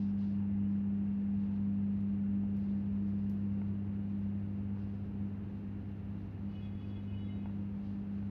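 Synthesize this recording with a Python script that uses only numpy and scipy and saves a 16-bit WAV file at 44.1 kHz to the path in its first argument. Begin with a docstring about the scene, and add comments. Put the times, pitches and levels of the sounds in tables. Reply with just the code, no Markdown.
"""A low hum comes through a long wooden conference table in a quiet, carpeted room as screens sink into it.
Their synchronous motors turn in step with the mains, so the motor and gear tones are harmonics of one
rotation rate. Ventilation murmurs throughout. Sliding friction makes the panels brush in their slots,
and light impacts excite damped modes, heard as ticks and knocks. One brief squeal comes early; near
the end a faint reedy whine sounds for a second and breaks into short squeals."""
import sys
import numpy as np
from scipy import signal
from scipy.fft import rfft, irfft, next_fast_len
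from scipy.io import wavfile

SR = 44100
rng = np.random.default_rng(int(sys.argv[2]) if len(sys.argv) > 2 else 0)


def wav_out(sig):
    """Save sig, one row per channel (or a flat mono array), as 16-bit PCM at SR to the path in sys.argv[1]."""
    wavfile.write(sys.argv[1], SR, np.round(np.clip(np.atleast_2d(sig).T, -1, 1) * 32767).astype(np.int16))


N = 366030
MAINS_HZ, TURNS_PER_S = 50, 50 / 6
ROOM_T60_S = 0.3


def from_db(db):
    """Amplitude ratio of a level in decibels."""
    return 10 ** (np.asarray(db) / 20)


def rms_one(x):
    """Normalisation to unit rms."""
    return x / np.sqrt(np.mean(x ** 2) + 1e-20)


def level_at(t, curve):
    """Linear interpolation of a curve of (t/s, level/dB)."""
    return np.interp(t, *np.transpose(curve))


def drift(rate_hz):
    """Random modulation: noise of unit rms, low-passed at rate_hz."""
    at = np.arange(0, N + 50, 50)
    hz = np.fft.rfftfreq(len(at), at[1] / SR)
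    slow = irfft(rfft(rng.standard_normal(len(at))) / (1 + (hz / rate_hz) ** 2) ** 2, len(at))
    return np.interp(np.arange(N), at, rms_one(slow))


def swell(t, peak_s, length_s, attack_share=0.5):
    """Gaussian envelope of height 1, whose rise takes attack_share of its length."""
    width_s = length_s * np.where(t < peak_s, attack_share, 1 - attack_share)
    return np.exp(-((t - peak_s) / width_s) ** 2)


def tone(cycles):
    """Simple harmonic motion of unit rms and random starting phase."""
    return np.sqrt(2) * np.sin(2 * np.pi * (cycles + rng.random()))


def noise(spectrum):
    """Spectral shaping: noise that follows (f/Hz, level/dB in 1 Hz) and falls steeply outside it."""
    size = next_fast_len(N)
    hz = np.fft.rfftfreq(size, 1 / SR) + 0.00088   # the offset keeps the logarithm finite
    points, level_db = np.transpose(spectrum)
    gain = from_db(np.interp(np.log(hz), np.log(points), level_db))
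    gain /= np.sqrt((1 + (points[0] / hz) ** 20) * (1 + (hz / points[-1]) ** 20))
    return irfft(rfft(rng.standard_normal(size)) * gain, size)[:N] * np.sqrt(SR / 2)


def resonance(hz, width_hz, force=None):
    """Forced vibration: one band of a force, white noise unless given, at unit rms."""
    if force is None:
        force = rng.standard_normal(N)
    band = signal.butter(2, [hz - width_hz / 2, hz + width_hz / 2], "band", fs=SR, output="sos")
    return rms_one(signal.sosfilt(band, force))


def impulses(strikes):
    """Impulsive excitation: one sample for each (t/s, level/dB)."""
    out = np.zeros(N)
    for s, db in strikes:
        out[round(s * SR)] += from_db(db)
    return out


def ringing(strikes, hz, t60):
    """Free vibration: one mode decays exponentially after each (t/s, level/dB)."""
    t = np.arange(SR // 10) / SR
    mode = from_db(-60 * t / t60) * np.sin(2 * np.pi * hz * t)
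    return signal.oaconvolve(impulses(strikes), mode)[:N]


def room(x, wet_db):
    """Reverberation: a diffuse tail decays exponentially behind the direct sound."""
    t = np.arange(SR // 2) / SR
    tail = rng.standard_normal(len(t)) * from_db(-60 * t / ROOM_T60_S)
    return x + from_db(wet_db) * signal.fftconvolve(x, tail / np.linalg.norm(tail))[:N]


# main hum at four times the mains frequency, fading as the screens sink: t/s, level/dB
MAIN_HUM_CURVE = [(0, -34), (1.42, -34), (1.55, -35), (2.4, -34), (2.75, -35.3), (2.83, -36.5),
                  (2.92, -34.5), (3.55, -36.5), (3.8, -40), (4.0, -38), (4.38, -39), (4.48, -41.5),
                  (4.6, -40.5), (5.12, -42.5), (5.22, -38.5), (5.45, -45), (5.7, -43), (6.0, -46.5),
                  (6.25, -45), (6.325, -62), (6.39, -46), (6.48, -42), (6.7, -45), (7.05, -43.5),
                  (7.18, -46.5), (7.35, -40.5), (7.68, -41.5), (8.3, -39.5)]
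# deep hum an octave below it: t/s, level/dB
DEEP_HUM_CURVE = [(0, -45.5), (0.5, -42), (1.0, -44.5), (1.3, -48), (1.5, -44.5), (2.0, -43.3), (2.7, -45),
                  (3.05, -42.5), (3.7, -42), (4.85, -43), (5.55, -47.5), (5.8, -44.5), (6.75, -46),
                  (7.0, -43), (7.28, -42), (7.46, -47.5), (7.62, -42.5), (7.8, -52), (7.92, -45.5),
                  (8.06, -52.5), (8.22, -45.5)]
# weaker lines of rotors and gears: order/(cycles per turn), level/dB
GEAR_LINES = [(6, -66), (8, -61), (9, -63.5), (10, -60.5), (20, -57), (30, -59), (32, -75.5), (33, -74.5),
              (34, -79.5), (36, -60.5), (40, -76), (42, -73.5), (43, -72.5), (45, -79.5), (47, -73.5),
              (48, -71), (50, -75), (60, -77), (70, -80.5)]


def motors(t, hum_gain_db=0.04, gear_gain_db=-0.2, flutter_db=-62):
    """Synchronous rotation: the rotors lock to the mains, so each line is a multiple of one rate."""
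    deep_db = level_at(t, DEEP_HUM_CURVE) + hum_gain_db + 0.5 * drift(2.2)
    deep = from_db(deep_db) * tone(2 * MAINS_HZ * t)
    main_db = level_at(t, MAIN_HUM_CURVE) + hum_gain_db + 0.32 * drift(3.2)
    flutter = from_db(flutter_db) * drift(14)   # keeps its size, so it shows more as the hum fades
    main = (from_db(main_db) + flutter) * tone(4 * MAINS_HZ * t)
    # the load on the gears wavers, and each line with it
    gears = sum(from_db(db + 1.5 * drift(1.1)) * tone(order * TURNS_PER_S * t)
                for order, db in GEAR_LINES)
    return deep + main + from_db(gear_gain_db) * gears


def gear_chatter(t, level_db=-65, corner_hz=400, uneven_db=3.5):
    """Periodic excitation: tooth contacts recur each turn, a comb of harmonics muffled by the table."""
    orders = np.arange(28, 100)
    muffling = 1 + (orders * TURNS_PER_S / corner_hz) ** 4.1
    amplitudes = from_db(uneven_db * rng.standard_normal(len(orders))) / muffling
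    turn = np.linspace(0, 1, 4096)
    one_turn = sum(amplitude * tone(order * turn) for order, amplitude in zip(orders, amplitudes))
    return from_db(level_db) * rms_one(np.interp(t * TURNS_PER_S % 1, turn, one_turn))


# whirr of the drive spindles: f/Hz, bandwidth/Hz, level/dB
SPINDLE_BANDS = [(1768, 26, -87), (2760, 60, -86)]


def drive(t, grumble_db=-59.5):
    """Narrow-band noise: the spindles whirr throughout; the gears grumble under load at mid-travel."""
    load = swell(t, peak_s=3.9, length_s=2.8)
    grumble = from_db(grumble_db) * load * resonance(hz=318, width_hz=60)
    whirr = sum(from_db(db) * resonance(hz, width) for hz, width, db in SPINDLE_BANDS)
    return whirr + grumble


# low murmur of ventilation and table: f/Hz, level/dB in 1 Hz
MURMUR_SPECTRUM = [(20, -86.5), (40, -82.5), (56, -70), (105, -69.5), (118, -74.5), (135, -71),
                   (160, -76.5), (197, -70.5), (225, -77), (285, -79), (308, -77), (365, -85.7), (480, -89),
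                   (600, -93.5)]
# slow rise and fall of the murmur: t/s, gain/dB
MURMUR_CURVE = [(0, -1), (1.8, -0.9), (2.3, 0.6), (3.05, 1), (3.7, -0.5), (4.4, -0.5), (5.5, 1.3),
                (5.9, -1.8), (7.25, 0), (8.3, -1.5)]
# air hiss: f/Hz, level/dB in 1 Hz
AIR_SPECTRUM = [(600, -92.5), (830, -93), (1100, -98.5), (1550, -100.2), (2350, -104.9), (2780, -104.7),
                (3400, -116), (4400, -123), (5300, -128), (6500, -131), (8150, -139.5), (9500, -133),
                (12400, -131), (14000, -139)]
# fan tones that beat against the motors: f/Hz, level/dB
FAN_LINES = [(251.75, -69.5), (302.9, -66.5)]
# thin whistles of the electronics: f/Hz, level/dB
ELECTRONIC_LINES = [(11778, -107), (11800, -105), (12200, -107), (12617, -111)]


def ventilation_and_electronics(t, waver_db=0.5):
    """Superposition: broadband air noise lies under the faint line spectra of fans and electronics."""
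    lines = sum(from_db(db + waver_db * drift(1.0)) * tone(hz * t)
                for hz, db in FAN_LINES + ELECTRONIC_LINES)
    murmur = from_db(level_at(t, MURMUR_CURVE)) * noise(MURMUR_SPECTRUM)
    return murmur + noise(AIR_SPECTRUM) + lines


# hiss of a panel in its slot: f/Hz, relative level/dB
BRUSH_SPECTRUM = [(2400, -10.5), (3300, 3), (3900, 3.5), (4700, -2), (5300, -6.5), (6200, -8.5),
                  (8000, -25.5), (12000, -25)]
# harder rubs: t/s at the peak, level/dB, duration/s, f/Hz of the panel's ring
SLOT_RUBS = [(0.01, -75.5, 0.12, 5100), (0.22, -78, 0.2, 4680), (0.71, -87, 0.13, 5200),
             (1.429, -85, 0.51, 3920), (1.95, -88.5, 0.16, 4000), (2.64, -84, 0.37, 4370),
             (3.1, -86.5, 0.71, 4800), (4.08, -88.5, 0.22, 3990), (4.81, -86, 0.35, 4900),
             (5.75, -92, .25, 3770), (6.137, -85, 0.3, 3940), (6.55, -84.5, 0.23, 4600),
             (6.83, -84.5, 0.29, 4600), (7.86, -81, 0.21, 4500)]


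def brushing(t, slide_db=-91, rise_db_per_s=0.83, ring_db=-4, ring_width_hz=1000):
    """Sliding friction: panels hiss past the lips of their slots, and harder rubs make them ring."""
    hiss = rms_one(noise(BRUSH_SPECTRUM))
    friction = rng.standard_normal(N)
    # light contact between the rubs grows as the panels go down
    power = from_db(slide_db + rise_db_per_s * t + drift(6.9)) ** 2
    rings = 0
    for s, db, length, hz in SLOT_RUBS:
        force = from_db(db) * swell(t, s, length, attack_share=0.22)
        power += force ** 2   # incoherent sources add in power
        rings += force * resonance(hz, ring_width_hz, friction)
    grain = from_db(1.5 * drift(36))
    return (np.sqrt(power) * hiss + from_db(ring_db) * rings) * grain


# drags of a panel: t/s at the peak, level/dB, duration/s
PANEL_DRAGS = [(0.301, -72.5, .6), (1.53, -70, .24), (4.78, -72, .25)]
# modes of a panel's face: f/Hz, bandwidth/Hz, gain/dB
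PANEL_MODES = [(850, 260, 1), (1580, 160, -9), (2710, 260, -9)]


def dragging(t):
    """Resonance: friction swells now and then and drives the modes of a panel's whole face."""
    force = sum(from_db(db) * swell(t, s, length) for s, db, length in PANEL_DRAGS)
    return force * sum(from_db(db) * resonance(hz, width) for hz, width, db in PANEL_MODES)


# tiny bright ticks: t/s, level/dB of the snap, level/dB of the latch's ring
TICK_EVENTS = [(.125, -80, -83), (.15, -80, -81), (.68, -83.5, -88), (2.006, -77, -76),
               (2.5668, -71.5, -67), (3.083, -79.5, -79), (3.2965, -66.5, -64), (4.187, -79, -80)]
# a second contact and an early reflection of a tick: delay/s, gain/dB
TICK_REPEATS = [(.0027, -2.5), (0.0163, -6)]
# noise of a snap: f/Hz, relative level/dB
SNAP_SPECTRUM = [(3800, -11.5), (5200, -2), (6500, -3), (8200, -13.5), (10300, -6.5), (11600, 2),
                 (13000, 1), (14000, -0.5)]
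# modes of the latch: f/Hz, gain/dB, T60/s
LATCH_MODES = [(4600, -4.5, .009), (5300, -1, .008), (6400, -4.5, .007), (11900, -5, .007)]


def ticks(decay_s=0.00083, tail_db=1.5, latch_gain_db=-1.5):
    """Transient excitation: sharp snaps, each with a quick second contact, ring a latch, followed by an early
    reflection and reverberation."""
    paths = [(0.0011, 0)] + TICK_REPEATS   # the direct path comes first
    arrivals = impulses([(s + delay, db + gain) for s, db, _ in TICK_EVENTS for delay, gain in paths])
    envelope = signal.lfilter([1], [1, -np.exp(-1 / (decay_s * SR))], arrivals + 1e-18)
    retained = from_db(-60 / (ROOM_T60_S * SR)) ** 2   # share of the room's energy left after a sample
    tail_power = signal.lfilter([1 - retained], [1, -retained], envelope ** 2) * from_db(tail_db) ** 2
    snaps = np.sqrt(envelope ** 2 + tail_power) * rms_one(noise(SNAP_SPECTRUM))
    strikes = [(s + delay, db + gain) for s, _, db in TICK_EVENTS for delay, gain in paths[:2]]
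    latch = sum(from_db(db + latch_gain_db) * ringing(strikes, hz, t60) for hz, db, t60 in LATCH_MODES)
    return snaps + room(latch, wet_db=-5)


# partials of the whine, shifting as the panel sinks: harmonic, level/dB at mid-whine, slope/(dB/s)
WHINE_HARMONICS = [(5, -79.5, 1.5), (6, -78.5, -1), (7, -77, 1), (8, -80.5, -1.5), (9, -87.5, 2.5),
                   (11, -93, -6.5), (12, -102, -0.5), (13, -104, -3.5)]
# squeals of a slide: t/s at the peak, harmonic, level/dB, duration/s
SLIDE_SQUEALS = [(.66, 7, -75, 0.032), (6.51, 7, -72, 0.03), (6.577, 7, -70, 0.1), (6.645, 8, -68, 0.072),
                 (6.79, 8, -73, 0.054), (6.845, 6, -70, 0.025), (6.912, 8, -69.5, 0.045),
                 (6.967, 8, -67.5, 0.029), (7.01, 8, -74, 0.064), (7.095, 7, -70, 0.049),
                 (7.142, 6, -67.5, 0.039), (7.172, 7, -64, 0.07), (7.224, 7, -67, 0.03),
                 (7.266, 8, -67, 0.022), (7.289, 9, -80.5, 0.23), (7.296, 5, -67, 0.02),
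                 (7.317, 7, -64, 0.031), (7.482, 6, -73, 0.06)]


def squeals_and_whine(t, pitch_hz=420.4, rasp_hz=37, squeal_gain_db=-0.6,
                      start_s=6.47, end_s=7.69, attack_s=0.069, release_s=0.32):
    """Amplitude modulation roughens a harmonic series into a reedy whine; single partials squeal."""
    cycles = np.cumsum(pitch_hz + 0.73 * drift(4.48)) / SR
    rasp_cycles = np.cumsum(rasp_hz + 5 * drift(6.0)) / SR
    envelope = np.clip(np.minimum((t - start_s) / attack_s, (end_s - t) / release_s), 0, 1)
    from_middle_s = np.clip(t, start_s, end_s) - (start_s + end_s) / 2
    out = 0
    for harmonic, db, db_per_s in WHINE_HARMONICS:
        flutter = drift(25) + 1j * drift(25)   # complex: both amplitude and phase flutter
        rasp = tone(rasp_cycles)
        modulation = 1 + flutter + 0.51 * rasp
        modulation /= np.sqrt(np.mean(np.abs(modulation) ** 2))
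        whine = from_db(db + db_per_s * from_middle_s) * envelope * modulation
        swells = sum(from_db(peak_db + squeal_gain_db) * swell(t, s, length)
                     for s, partial, peak_db, length in SLIDE_SQUEALS if partial == harmonic)
        squeal = swells * (1 + 0.2 * flutter + 0.23 * rasp)
        carrier = np.exp(2j * np.pi * harmonic * cycles)
        out += np.sqrt(2) * np.real((whine + 1j * squeal) * carrier)   # the two add in quadrature
    return out


# light knocks of the lifts: t/s, level/dB, hardness as spectral tilt/(dB per octave)
LIFT_KNOCKS = [(2.438, -52, -1), (3.617, -48.5, 5), (4.773, -51, -3), (7.431, -53, -1), (7.458, -42, -3.5),
               (7.497, -52, -5), (8.227, -50.5, -3.5)]
# modes of the lift housing: f/Hz, gain/dB, T60/s
HOUSING_MODES = [(486, -7, 0.018), (725, -1, 0.013), (880, -3, 0.021), (1410, -7, 0.011), (2080, -14, 0.01),
                 (2550, -20.5, .006)]


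def knocks(padding_hz=2720):
    """Impact excitation: each knock rings the housing, and a harder contact favours the upper modes."""
    pivot_hz = HOUSING_MODES[1][0]
    housing = 0
    for hz, db, t60 in HOUSING_MODES:
        octaves = np.log2(hz / pivot_hz)
        strikes = [(s, knock_db + db + tilt * octaves) for s, knock_db, tilt in LIFT_KNOCKS]
        housing += ringing(strikes, hz, t60)
    padding = signal.butter(4, padding_hz, fs=SR, output="sos")   # padded contacts pass little treble
    return room(signal.sosfilt(padding, housing), wet_db=-11)


def scene():
    """Linear superposition: the pressures of all sources add at the head of the table."""
    t = np.arange(N) / SR
    continuous = motors(t) + gear_chatter(t) + drive(t) + ventilation_and_electronics(t)
    contacts = brushing(t) + dragging(t) + ticks() + squeals_and_whine(t) + knocks()
    return (continuous + contacts)[None]


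def record(dry, fade_s=0.002, cutoff_hz=14100):
    """Windowing and band limiting: brief fades at both ends, then a steep low-pass filter."""
    samples_from_edge = np.minimum(np.arange(N), np.arange(N)[::-1])
    fade = np.clip(samples_from_edge / (fade_s * SR), 0, 1)
    low_pass = signal.ellip(10, .1, 80, cutoff_hz, fs=SR, output="sos")
    return signal.sosfilt(low_pass, dry * fade)


dry = scene()
out = record(dry)
wav_out(out)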